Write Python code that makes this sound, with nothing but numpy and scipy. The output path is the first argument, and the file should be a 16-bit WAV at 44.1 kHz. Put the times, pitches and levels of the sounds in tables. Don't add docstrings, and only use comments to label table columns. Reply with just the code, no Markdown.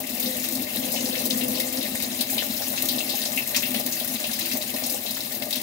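import sys
import numpy as np
from scipy import signal
from scipy.fft import rfft, irfft, next_fast_len
from scipy.io import wavfile

SR = 44100
rng = np.random.default_rng(int(sys.argv[2]) if len(sys.argv) > 2 else 0)


def invert_db(x):
    u = np.asarray(x, float) / 20
    return 10 ** u


def unload_wav(signal):
    wavfile.write(
        sys.argv[1],
        SR,
        np.round(np.clip(np.atleast_2d(signal).T, -1, 1) * 32767).astype(np.int16),
    )


N = 247842
STEP = 16

# time_s, jet_flow_db, nearness_db
FILL = [(0, -41, -16), (.25, -35, 4.5), (.45, -37.5, 2), (.7, -37, -2.5), (1.0, -36.5, 4.5),
        (1.5, -36, 4.5), (2.05, -36.5, -1.5), (2.55, -35, -7.5), (3.0, -35.5, -5), (3.5, -37, -8),
        (3.8, -35.5, -8), (4.0, -36, -7.5), (4.3, -37.5, -15), (4.7, -35.5, -8), (4.92, -37, 1),
        (5.2, -38.5, -8), (5.62, -39.5, -16)]
# time_s, level_db
SPRAY_BODY = [(0, 0), (.25, 0), (1, 0), (1.5, -0.1), (2.05, 1.5), (2.3, -1.5), (2.55, -1), (3, 0), (3.5, 1),
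              (3.8, -1), (4, -1), (4.3, 2.5), (4.7, -0.5), (4.92, -0.5), (5.2, 1.4), (5.45, 1.5), (5.62, 5.5)]
# time_s, level_db
FALTERS = [(0.057, -3), (0.659, -7), (1.29, -27), (1.467, -15), (1.711, -4), (2.088, -10), (2.252, -11),
           (2.492, -1.5), (2.553, 0.5), (2.873, -1), (3.45, -9), (3.841, -16), (3.91, -3.5), (4.188, -25),
           (4.378, -3), (4.5, -1.5), (4.597, -9), (4.647, -5), (4.729, -13), (4.949, -1.5), (5.006, -7),
           (5.308, -2), (5.408, -3), (5.488, -10), (5.605, -14)]
# crest_s, level_over_lull_db
SURGES = [(0, 9), (.27, 9.5), (.59, 11), (.78, 5), (.86, 6), (1.03, 6.5), (1.22, 4.5), (1.33, 8),
          (1.47, 14.5), (1.57, 6.5), (1.64, 3.5), (1.785, 8), (1.94, 7.5), (2.1, 7), (2.21, 4.5), (2.36, 9),
          (2.5, 3.5), (2.68, 4), (2.74, 5), (2.85, 7), (2.95, 11.5), (3.1, 5), (3.38, 9), (3.58, 9),
          (3.72, 10), (3.79, 8.5), (3.86, 4.5), (4.14, 11), (4.3, 10), (4.41, 8), (4.55, 11), (4.74, 9),
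          (4.9, -1), (5.43, 3.5), (5.6, 10.5)]
# time_s, level_db
THROBS = [(0.048, 10), (0.106, 12), (0.137, 11), (0.261, 4), (0.408, 6), (0.535, 7), (0.612, 9.5),
          (0.771, 3), (0.801, 11.5), (0.841, 8), (1.015, 6), (1.047, 10), (1.099, 9.5), (1.242, 6),
          (1.328, 6.5), (1.441, 7), (1.567, -1), (1.792, 9.5), (1.908, 9), (2.078, 4.5), (2.21, 6),
          (2.359, 0.5), (2.504, 7), (2.68, 7), (2.726, 3), (2.942, 5), (2.978, 2), (3.061, 7), (3.142, 10),
          (3.227, 6), (3.272, 5), (3.379, 3.5), (3.575, 3.5), (3.658, 6.5), (3.766, 4), (3.87, 9),
          (4.017, 7), (4.097, 10), (4.151, 3), (4.307, 2), (4.423, 0), (4.548, 8), (4.754, 2), (4.843, 9),
          (4.93, 10.5), (5.111, 2), (5.197, 4), (5.297, -7), (5.346, 3), (5.43, 8.5), (5.482, 8),
          (5.576, 9)]
# time_s, level_db
BREAKS = [(0.074, -13), (0.324, -5), (0.478, -8), (0.67, 0), (0.717, -2), (0.904, -18), (1.077, -9),
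          (1.172, -25), (1.607, -16), (1.836, -6), (1.87, -9), (2.17, -11), (2.259, -15), (2.405, -18),
          (2.602, -11), (2.64, -10), (2.773, -18), (2.888, -6), (3.036, -9), (3.249, -11), (3.34, -11),
          (3.522, -14), (3.622, -10), (3.847, -10), (4.075, -9), (4.19, -14), (4.27, -11), (4.49, -15),
          (4.594, -14), (4.734, -13), (4.79, -17), (5.22, -24), (5.394, -18), (5.534, -17)]
# start_s, peak_db
THUMPS = [(0.002, -22), (2.735, -19), (3.798, -19), (4.012, -20.5), (5.468, -21.5), (0.826, -24),
          (0.884, -28), (0.939, -20), (1.008, -25), (1.086, -24), (1.205, -25), (1.474, -30), (1.778, -25),
          (2.608, -19.5), (2.713, -26), (2.975, -21.5), (3.136, -20.5), (3.259, -21), (3.406, -22),
          (3.5, -24), (3.671, -24.5), (3.744, -21), (3.859, -24), (4.607, -23), (4.739, -20.5),
          (4.823, -20.5), (5.417, -21.5), (.66, -26.5), (.752, -22.5), (.972, -31), (1.252, -31),
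          (1.392, -28), (1.572, -26), (1.612, -36), (1.742, -25), (2.212, -24), (2.372, -22.5),
          (2.422, -21.5), (2.502, -29), (2.832, -22), (2.932, -28), (3.002, -21.5), (3.092, -27),
          (3.212, -25), (3.292, -24), (4.112, -25), (4.202, -25.5), (4.242, -20), (4.552, -21),
          (4.862, -24.5), (4.942, -21), (5.052, -24), (5.342, -27), (5.562, -28)]
# pitch_hz, width_hz, level_over_bed_db, left_right_likeness (0 to 1), right_minus_left_db
BASKET_MODES = [(139.1, 4.7, 3.5, 1, 0), (220.9, 16.1, 15.5, 0.98, 0), (266, 42, 9, 0.89, -1),
                (330.5, 18.8, 9.5, 1, -0.5), (436.6, 11, 1.5, 1, 4), (511, 30.4, 12.5, 0.13, -6),
                (532.7, 21, 5.5, 0.69, 10), (582.7, 22.7, 13, 0.98, -4), (617.5, 31.6, 11, 0.24, 13.5),
                (646, 36, 4, 0.48, 9.5), (725, 46, 7, 0.14, -3.5), (817, 32.4, 5.5, 0.27, 7),
                (1036, 73, 3.5, 0.076, 9.5), (1204, 18.6, 8.5, 0.12, 5.5)]
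# pitch_hz, width_hz, left_gain_db, right_gain_db
PANEL_MODES = [
    (1841, 19, 7, 10.5),
    (2110, 88, 4.5, 10),
    (2657, 28, 6, 15),
    (2717, 37, 7, -4),
    (3780, 120, 4.5, 4),
    (4025, 53, 5, 12),
    (4840, 37, -5, -25),
    (5080, 76, 4, 9),
]
# start_s, peak_db, centre_hz, t60_s, spread_octaves
DEEP_SLAPS = [(.6679, -24, 2116, 0.28, 0.12), (0.96, -18.5, 2960, 0.17, 0.33),
              (1.153, -19.5, 2600, 0.16, 0.41), (1.41, -19.5, 2805, 0.2, 0.39),
              (1.6, -18, 2110, 0.18, 0.15), (2.38, -13, 3030, 0.22, 0.28), (2.7754, -20, 2670, 0.17, 0.77),
              (3.004, -17, 2720, 0.096, 0.18), (3.374, -9.5, 2585, 0.15, 0.14),
              (3.546, -13.5, 2490, 0.17, 0.52), (3.628, -17, 2710, 0.3, 0.29),
              (3.745, -18, 2850, 0.1, 0.37), (4.243, -19.5, 2730, .14, 0.14),
              (4.514, -22.5, 1990, 0.16, 0.97), (4.7632, -23.5, 2610, 0.18, .45),
              (5.108, -24, 4630, 0.11, 0.45), (5.169, -15.5, 1120, 0.06, 0.55),
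              (5.4213, -22, 2110, 0.093, 0.97)]
# start_s, peak_db, centre_hz, t60_s
WALL_SLAPS = [(.2271, -22, 3920, 0.13), (.2588, -19, 4400, 0.11), (0.769, -20, 4200, 0.087),
              (.834, -23, 3360, 0.14), (1.194, -23.5, 4140, 0.25), (1.306, -13, 4080, 0.095),
              (1.5505, -21.5, 4320, 0.32), (1.602, -14.5, 4200, 0.084), (1.8093, -23.5, 3670, 0.35),
              (2.0237, -22, 3780, 0.13), (2.1909, -22, 4120, 0.15), (2.2092, -14.5, 4000, 0.12),
              (2.8868, -16, 4100, 0.24), (2.983, -18, 3780, 0.17), (3.0933, -19.5, 4060, 0.43),
              (3.2161, -18.5, 4120, 0.14), (3.5478, -17, 3700, 0.047), (3.747, -21.5, 3650, 0.3),
              (3.8636, -24, 4250, 0.11), (3.9985, -24, 3780, 0.24), (4.155, -21, 3280, 0.1),
              (4.2407, -20, 3690, 0.21), (4.4073, -18, 4090, 0.14), (4.6134, -20.5, 4160, 0.18),
              (5.0613, -22.5, 3890, 0.19), (5.161, -23, 4100, 0.097), (5.205, -19, 4250, 0.074),
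              (5.5067, -24, 3740, 0.096), (5.5276, -15, 3980, 0.12), (5.555, -18.5, 3780, 0.13)]
# start_s, peak_db, centre_hz, t60_s
SPLASHES = [(.398, -25.5, 6660, 0.15), (.4409, -25.5, 6000, 0.27), (.9178, -26, 5560, .13),
            (0.938, -23, 5730, .36), (1.0056, -23.5, 6040, 0.1), (1.055, -20, 5170, 0.14),
            (1.178, -23, 5100, .1), (1.7704, -20, 5150, 0.081), (1.95, -24.5, 8450, 0.23),
            (2.509, -24.5, 5130, 0.085), (2.5681, -25.5, 5100, 0.18), (2.62, -24.5, 5520, 0.25),
            (2.7596, -26.5, 6300, 0.32), (3.153, -23, 6140, 0.15), (3.253, -17, 5100, 0.15),
            (3.3243, -22, 7200, 0.047), (3.474, -24, 8450, 0.076), (3.562, -13, 5600, 0.17),
            (3.923, -21, 6270, 0.17), (4.2004, -25, 6500, 0.07), (4.332, -22.5, 5240, 0.09),
            (4.3894, -25, 5340, 0.083), (4.7401, -24, 5100, 0.084), (4.837, -22.5, 5340, 0.18),
            (4.8606, -22.5, 8600, 0.11), (4.896, -25, 5200, 0.091), (4.943, -22.5, 8100, 0.11),
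            (5.1467, -28, 6440, .1)]
# start_s, peak_db, centre_hz
BEADS = [(0.884, -25, 2620), (0.384, -22.5, 2380), (0.437, -21, 1480), (0.44, -21.5, 3040),
         (0.483, -25, 1900), (0.758, -20.5, 11700), (0.766, -25, 1890), (0.852, -23, 9800),
         (1.009, -27, 2380), (1.126, -20.5, 3780), (1.143, -18, 1530), (1.302, -19, 7560),
         (1.573, -21, 3000), (1.67, -22, 7560), (1.735, -25, 3780), (1.77, -22, 1500), (1.848, -29, 3000),
         (1.861, -21, 1890), (1.951, -20, 1810), (2.002, -22, 2380), (2.025, -27, 2380), (2.422, -16, 1530),
         (2.62, -18, 1500), (2.681, -23, 7560), (2.737, -23, 1500), (2.854, -27.0, 3780),
         (2.914, -23, 12000), (2.989, -19.5, 7560), (3.064, -25, 4760), (3.216, -24, 9520),
         (3.507, -24, 9700), (3.62, -20, 1500), (3.655, -22, 4760), (3.744, -19, 1500), (3.86, -28, 1890),
         (4.046, -18, 1500), (4.087, -24, 4760), (4.196, -20.5, 1500), (4.294, -18.5, 1510),
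         (4.312, -22.5, 3780), (4.387, -19, 1890), (4.452, -21.5, 3040), (4.698, -30, 2380),
         (5.308, -26, 1890), (5.551, -22, 1900),
         (.04, -23, 2180), (.075, -25, 2600), (.553, -23, 4640), (.672, -35, 2150), (1.2535, -23, 4020),
             (2.381, -20, 3780), (2.41, -20, 3270), (3.106, -23, 4020), (3.254, -28, 3600),
             (3.567, -8.5, 1020), (4.521, -19, 5330), (4.895, -35, 3600), (5.092, -23, 3600),
             (5.321, -25, 4570), (5.421, -26, 4420), (5.453, -36, 5000), (5.565, -25, 4600)]
# start_s, peak_db, t60_s
SPITS = [(.0932, -23, .11), (.1486, -25, .09), (0.198, -17.5, 0.12), (.3656, -20.5, 0.13),
         (0.486, -15.5, 0.042), (.5217, -21, 0.2), (.9173, -19.5, 0.2), (1.0465, -20, 0.068),
         (1.2535, -16.5, 0.12), (1.371, -20.5, 0.23), (1.4356, -19.5, .082), (1.4805, -20, 0.11),
         (1.5983, -15.5, 0.081), (1.7255, -20, 0.084), (2.0218, -16.5, 0.089), (2.2076, -15.5, 0.12),
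         (2.3, -20.5, 0.22), (2.7197, -24, 0.18), (2.822, -9.5, 0.037), (2.856, -14, 0.029),
         (3.0969, -17, 0.053), (3.5638, -13, 0.047), (3.797, -18.5, 0.062), (3.8617, -13.5, 0.053),
         (3.9978, -23, 0.11), (4.334, -19, 0.081), (4.3914, -18.5, 0.08), (4.571, -18, .062),
         (4.8973, -19.5, 0.16), (5.5069, -17, 0.051)]
# start_s, peak_db
FLECKS = [(.002, -21), (.0682, -23), (.55, -21), (.62, -21), (.7941, -21), (1.0869, -21), (1.1902, -20),
          (1.2989, -22), (1.8277, -22), (1.98, -41), (2.3725, -37), (2.8858, -15.5), (2.9597, -23),
          (3.0325, -29), (3.1532, -21), (3.2525, -25), (3.361, -19), (3.6232, -22), (3.705, -21),
          (3.7424, -22), (3.929, -22), (4.0756, -21), (4.138, -18.5), (4.1994, -22), (4.533, -18.5),
          (4.6758, -25), (4.8648, -19), (4.9222, -20), (5.108, -19.5), (.4394, -23), (3.136, -33),
          (3.4745, -20.5), (4.045, -19), (4.268, -22), (4.457, -19), (4.5096, -30), (5.165, -32),
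          (5.235, -28), (5.264, -29), (5.322, -24), (5.349, -23), (5.421, -26), (5.453, -24), (5.498, -34),
          (5.528, -22), (5.556, -19), (5.615, -20.5)]
# frequency_hz, density_db_per_hz
OPEN_PORT_COLOUR = [(30, -27), (50, -13), (90, 1), (175, -4.5), (390, -6.5), (850, -8.5), (1100, -18),
                    (1450, -12.5), (1900, -5.5), (3300, -3.5), (5000, -3.5), (6500, -8), (9500, -4.5),
                    (15500, 1.2)]
# frequency_hz, gain_db
PORT_SHADE = [(100, -5), (400, -3), (585, -15), (800, -8), (1300, -9), (2700, -9.5), (3300, -14.5),
              (4400, -7.5), (5000, -12.5), (6500, 2), (7800, -4.5), (9000, -2), (11500, -7.5), (13500, -25)]

LULL_DB, SWELL_S, EBB_S, DRUM_NEAR = -40, 0.05, 0.044, 0.39
FALTER_S, RECOVER_S, FALTER_DRUM, DEEPEST_FALTER_DB = 0.0068, 0.0089, 0.7, -3.5
THROB_S, BREAK_S, THROB_MODES = 0.012, 0.009, 0.53
RING_DB, RING_NEAR, RING_SURGE, RING_FLICKER_DB = -49, 1.54, 0.32, -1
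BED_FLICKER_DB, HISS_OVER_DB, HISS_FLICKER_DB = 0.8, 0.36, 0.9
BOOM_HZ, BOOM_DB, BOOM_WANDER_HZ = 253.4, -1, 3.996
KNOCK_HZ, KNOCK_WIDTH_HZ, KNOCK_DB, KNOCK_RIGHT_DB = 639, 131, -1.5, 1
DROPS_PER_S, DROP_DB, DROP_SPREAD_DB = 100, -36.5, 3.5
LARGEST_SPLAT = 1.6
PLOP_TONE, PLOP_RISE, PLOP_WIDTH = 1, 0.25, 0.06
CRACK_DB, CRACK_T60_S = 1.5, 0.017
BEAD_T60_S, BEAD_OCTAVES = 0.12, 0.2
SPIT_HZ, SPIT_OCTAVES, FLECK_T60_S = 11900, 0.69, 0.061
PORT_LAG = 7
CUTOFF_HZ = 15800


def rms_one(x):
    return x / np.sqrt(np.mean(x ** 2) + 1e-20)


def slow_to_full(v):
    return np.interp(np.arange(N) / STEP, np.arange(len(v)), v)


def drift(rate_hz):
    r = np.exp(-2 * np.pi * rate_hz * STEP / SR)
    noise = rng.standard_normal(N // STEP + 3001)
    return rms_one(signal.lfilter([1], [1, -2 * r, r * r], noise)[3000:])


def resonance(x, hz, width_hz):
    r = np.exp(-np.pi * width_hz / SR)
    peak = np.array([1, 0, -1]) * (1 - r * r) / 2
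    return signal.lfilter(peak, [1, -2 * r * np.cos(2 * np.pi * hz / SR), r * r], x)


def bursts(rows, rise_s):
    start, peak_db, t60 = np.transpose(rows)[:, :, None]
    age = np.maximum(np.arange(N // STEP + 1) * STEP / SR - start, 0)
    return (1 - np.exp(-age / rise_s)) * invert_db(2 * (peak_db - 60 * age / t60))


def crests(t, rows, before_s, after_s, order=1):
    s, db = np.transpose(rows)[:, :, None]
    distance = np.abs(t - s) / np.where(t < s, before_s, after_s)
    return (db * np.exp(-distance ** order)).sum(axis=0)


def droplets(per_s, size_db, t60):
    born = rng.random(N // STEP + 1) < per_s * STEP / SR
    sizes = invert_db(2 * size_db * np.minimum(rng.exponential(1, len(born)), LARGEST_SPLAT))
    env = signal.lfilter([1], [1, -invert_db(-120 * STEP / SR / t60)], born * sizes)
    return env / env.mean()


def port_noise(alike):
    left, own = rng.standard_normal((2, 2, N))
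    right = alike * np.roll(left, PORT_LAG, axis=1) + np.sqrt(1 - alike ** 2) * own
    return np.stack([left, right], axis=1)


def slugs():
    deep = [(s, db, hz, spread, t60, -6) for s, db, hz, t60, spread in DEEP_SLAPS]
    wall = [(s, db, hz, 0.28, -9.5) for s, db, hz, t60 in WALL_SLAPS]
    wall = [row[:4] + (t60,) + row[4:] for row, (_, _, _, t60) in zip(wall, WALL_SLAPS)]
    thin = [(s, db, hz, 0.33, t60, -2) for s, db, hz, t60 in SPLASHES]
    return deep + wall + thin


def boom(drum_db):
    hz = slow_to_full(BOOM_HZ + BOOM_WANDER_HZ * drift(7.2))
    level = slow_to_full(invert_db(drum_db + BOOM_DB + 0.98 * drift(6.3)))
    return level * np.sin(2 * np.pi * np.cumsum(hz) / SR)


def drumming(drum_db, ring_db, throb_db):
    thumps = bursts([(s, db, 0.08) for s, db in THUMPS], 0.00047).sum(axis=0) * invert_db(66.5)
    patter = slow_to_full(np.sqrt(0.66 + 0.2 * droplets(110, 6.3, 0.029)))
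    mid, side, loose = rng.standard_normal((3, N)) * patter
    apart = side * [[1], [-1]]
    throb = slow_to_full(invert_db(THROB_MODES * throb_db))
    high = signal.butter(2, 400, "high", fs=SR, output="sos")
    low = signal.butter(2, 900, fs=SR, output="sos")
    bed = signal.sosfilt(low, loose + signal.sosfilt(high, apart))
    out = bed * slow_to_full(invert_db(0.41 * (drum_db + 35.5)))
    for k, (hz, width, db, alike, right_db) in enumerate(BASKET_MODES):
        alike = np.clip(alike, 0, 1)
        upper = hz > 400
        if 480 < hz < 550:
            level_db = ring_db + 50.5
        else:
            level_db = (0.3 if upper else 0.7) * (drum_db + 41.5)
        drive = invert_db(level_db) * np.sqrt(0.83 + 0.39 * droplets(40, 2.6, 0.018) + upper * thumps)
        pair = np.sqrt(1 + alike) * mid + np.sqrt(1 - alike) * apart
        mode = invert_db([[db], [db + right_db]]) * resonance(slow_to_full(drive) * pair, hz, width)
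        if 200 < hz < 300:
            mode = mode * throb
        out = out + mode * (-1) ** k
    return invert_db(-26) * out


def knocks():
    size_steps = np.minimum(rng.exponential(1, N), LARGEST_SPLAT)
    sizes = invert_db(DROP_DB + DROP_SPREAD_DB * size_steps) * rng.choice([-1, 1], N)
    clicks = sizes * (rng.random(N) < DROPS_PER_S / SR) + 1e-18
    s, db = np.transpose(THUMPS)
    clicks[(s * SR).astype(int)] = invert_db(db)
    ring = resonance(clicks, KNOCK_HZ, KNOCK_WIDTH_HZ)
    ring = resonance(ring, 0.82 * KNOCK_HZ, 1.84 * KNOCK_WIDTH_HZ)
    port_gain = invert_db([[KNOCK_DB + 5.5], [KNOCK_DB + 7 + KNOCK_RIGHT_DB]])
    return ring * SR / (np.pi * KNOCK_WIDTH_HZ) * port_gain


def plops():
    rows, length = slugs(), 8192
    out, age = np.zeros((2, N + length)), np.arange(length) / SR
    for (s, db, hz, _, t60, plop_db), noise in zip(rows, rng.standard_normal((len(rows), 2, length))):
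        width = PLOP_WIDTH * hz
        narrow = rms_one(resonance(resonance(noise, hz, width), hz, width))
        rise = PLOP_RISE * (hz > 3200) * age / t60
        pocket = 0.66 * narrow + PLOP_TONE * np.sin(2 * np.pi * hz * age * (1 + rise))
        envelope = (1 - np.exp(-age / 0.00068)) * invert_db(db + plop_db - 48 * age / t60)
        at = round(s * SR)
        out[:, at:at + length] += pocket * envelope
    return out[:, :N]


def spray(bed_db, hiss_db):
    beads = [(s, db, hz, BEAD_OCTAVES, BEAD_T60_S, 0) for s, db, hz in BEADS]
    slaps = np.array(slugs() + beads)
    spits = SPITS + [(s, db, FLECK_T60_S) for s, db in FLECKS]
    centre = np.r_[slaps[:, 2], np.full(len(spits), SPIT_HZ)]
    spread = np.r_[np.maximum(slaps[:, 3], 0.15), np.full(len(spits), SPIT_OCTAVES)]
    cracks = bursts([(s, db + CRACK_DB, CRACK_T60_S) for s, db in slaps[:, :2]], 0.00062)
    slap_power = (bursts(slaps[:, [0, 1, 4]], 0.001) + cracks) * invert_db(-11)
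    power = np.r_[slap_power, bursts(spits, 0.001) * invert_db(-17)]
    shared = droplets(80, 5.1, 0.0073)
    white, out = port_noise(0.28), 0
    edges = 900 * 2 ** np.arange(0, 4.4, 1 / 4)
    for k, (low, high) in enumerate(zip(edges, edges[1:])):
        hz = np.sqrt(low * high)
        near = np.exp(-0.5 * (np.log2(hz / centre) / spread) ** 2) + 0.014
        fine = np.clip(np.log2(hz / 7500), 0, 1)
        bed = invert_db(2 * ((1 - fine) * (bed_db - 1.37) + fine * hiss_db + 0.16 * drift(24)))
        bed = bed * (0.78 + 0.098 * shared + 0.41 * droplets(55, 31, 0.079))
        band_pass = signal.butter(3, [low, high], "band", fs=SR, output="sos")
        out = out + slow_to_full(np.sqrt(bed + near @ power)) * signal.sosfilt(band_pass, white[k % 2])
    panels = 0
    for hz, width, left_db, right_db in PANEL_MODES:
        panels = panels + (invert_db([[left_db], [right_db]]) - 1) * resonance(out, hz, width)
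    return out + panels


def scene():
    t = np.arange(N // STEP + 1) * STEP / SR
    s, flow, nearness = np.transpose(FILL)
    near_db = np.interp(t, s, nearness)
    surge_db = crests(t, SURGES, SWELL_S, EBB_S)
    falter_db = crests(t, FALTERS, FALTER_S, RECOVER_S)
    flow_db = np.interp(t, s, flow) + np.maximum(falter_db, DEEPEST_FALTER_DB)
    drum_db = LULL_DB + surge_db + DRUM_NEAR * near_db + FALTER_DRUM * falter_db
    throb_db = crests(t, THROBS, THROB_S, THROB_S, order=2) + crests(t, BREAKS, BREAK_S, BREAK_S, order=2)
    ring_db = RING_DB + RING_SURGE * surge_db + RING_NEAR * near_db + RING_FLICKER_DB * drift(4.4)
    bed_db = flow_db + np.interp(t, *np.transpose(SPRAY_BODY)) + BED_FLICKER_DB * drift(5.5)
    hiss_db = flow_db + HISS_OVER_DB + HISS_FLICKER_DB * drift(0.71)
    basket = invert_db(7) * boom(drum_db + throb_db) + drumming(drum_db, ring_db, throb_db) + knocks()
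    return basket + invert_db(-5) * plops() + invert_db(13) * spray(bed_db, hiss_db)


def band_limit(x):
    return signal.sosfilt(signal.butter(12, 16800, fs=SR, output="sos"), x)


def record(dry):
    size = next_fast_len(N + 4096)
    log_hz = np.log(np.arange(size // 2 + 1) * SR / size + 1)
    curves = [np.transpose(rows) for rows in (OPEN_PORT_COLOUR, PORT_SHADE)]
    left_db, shade_db = [np.interp(log_hz, np.log(hz), db) for hz, db in curves]
    colour = invert_db(np.array([left_db, left_db + shade_db]))
    heard = irfft(rfft(dry, size) * colour, size)[:, :N]
    top_cut = signal.ellip(12, 0.3, 70, CUTOFF_HZ - 60, fs=SR, output="sos")
    mix = signal.sosfilt(top_cut, heard)
    return band_limit(mix)


dry = scene()
out = record(dry)
unload_wav(out)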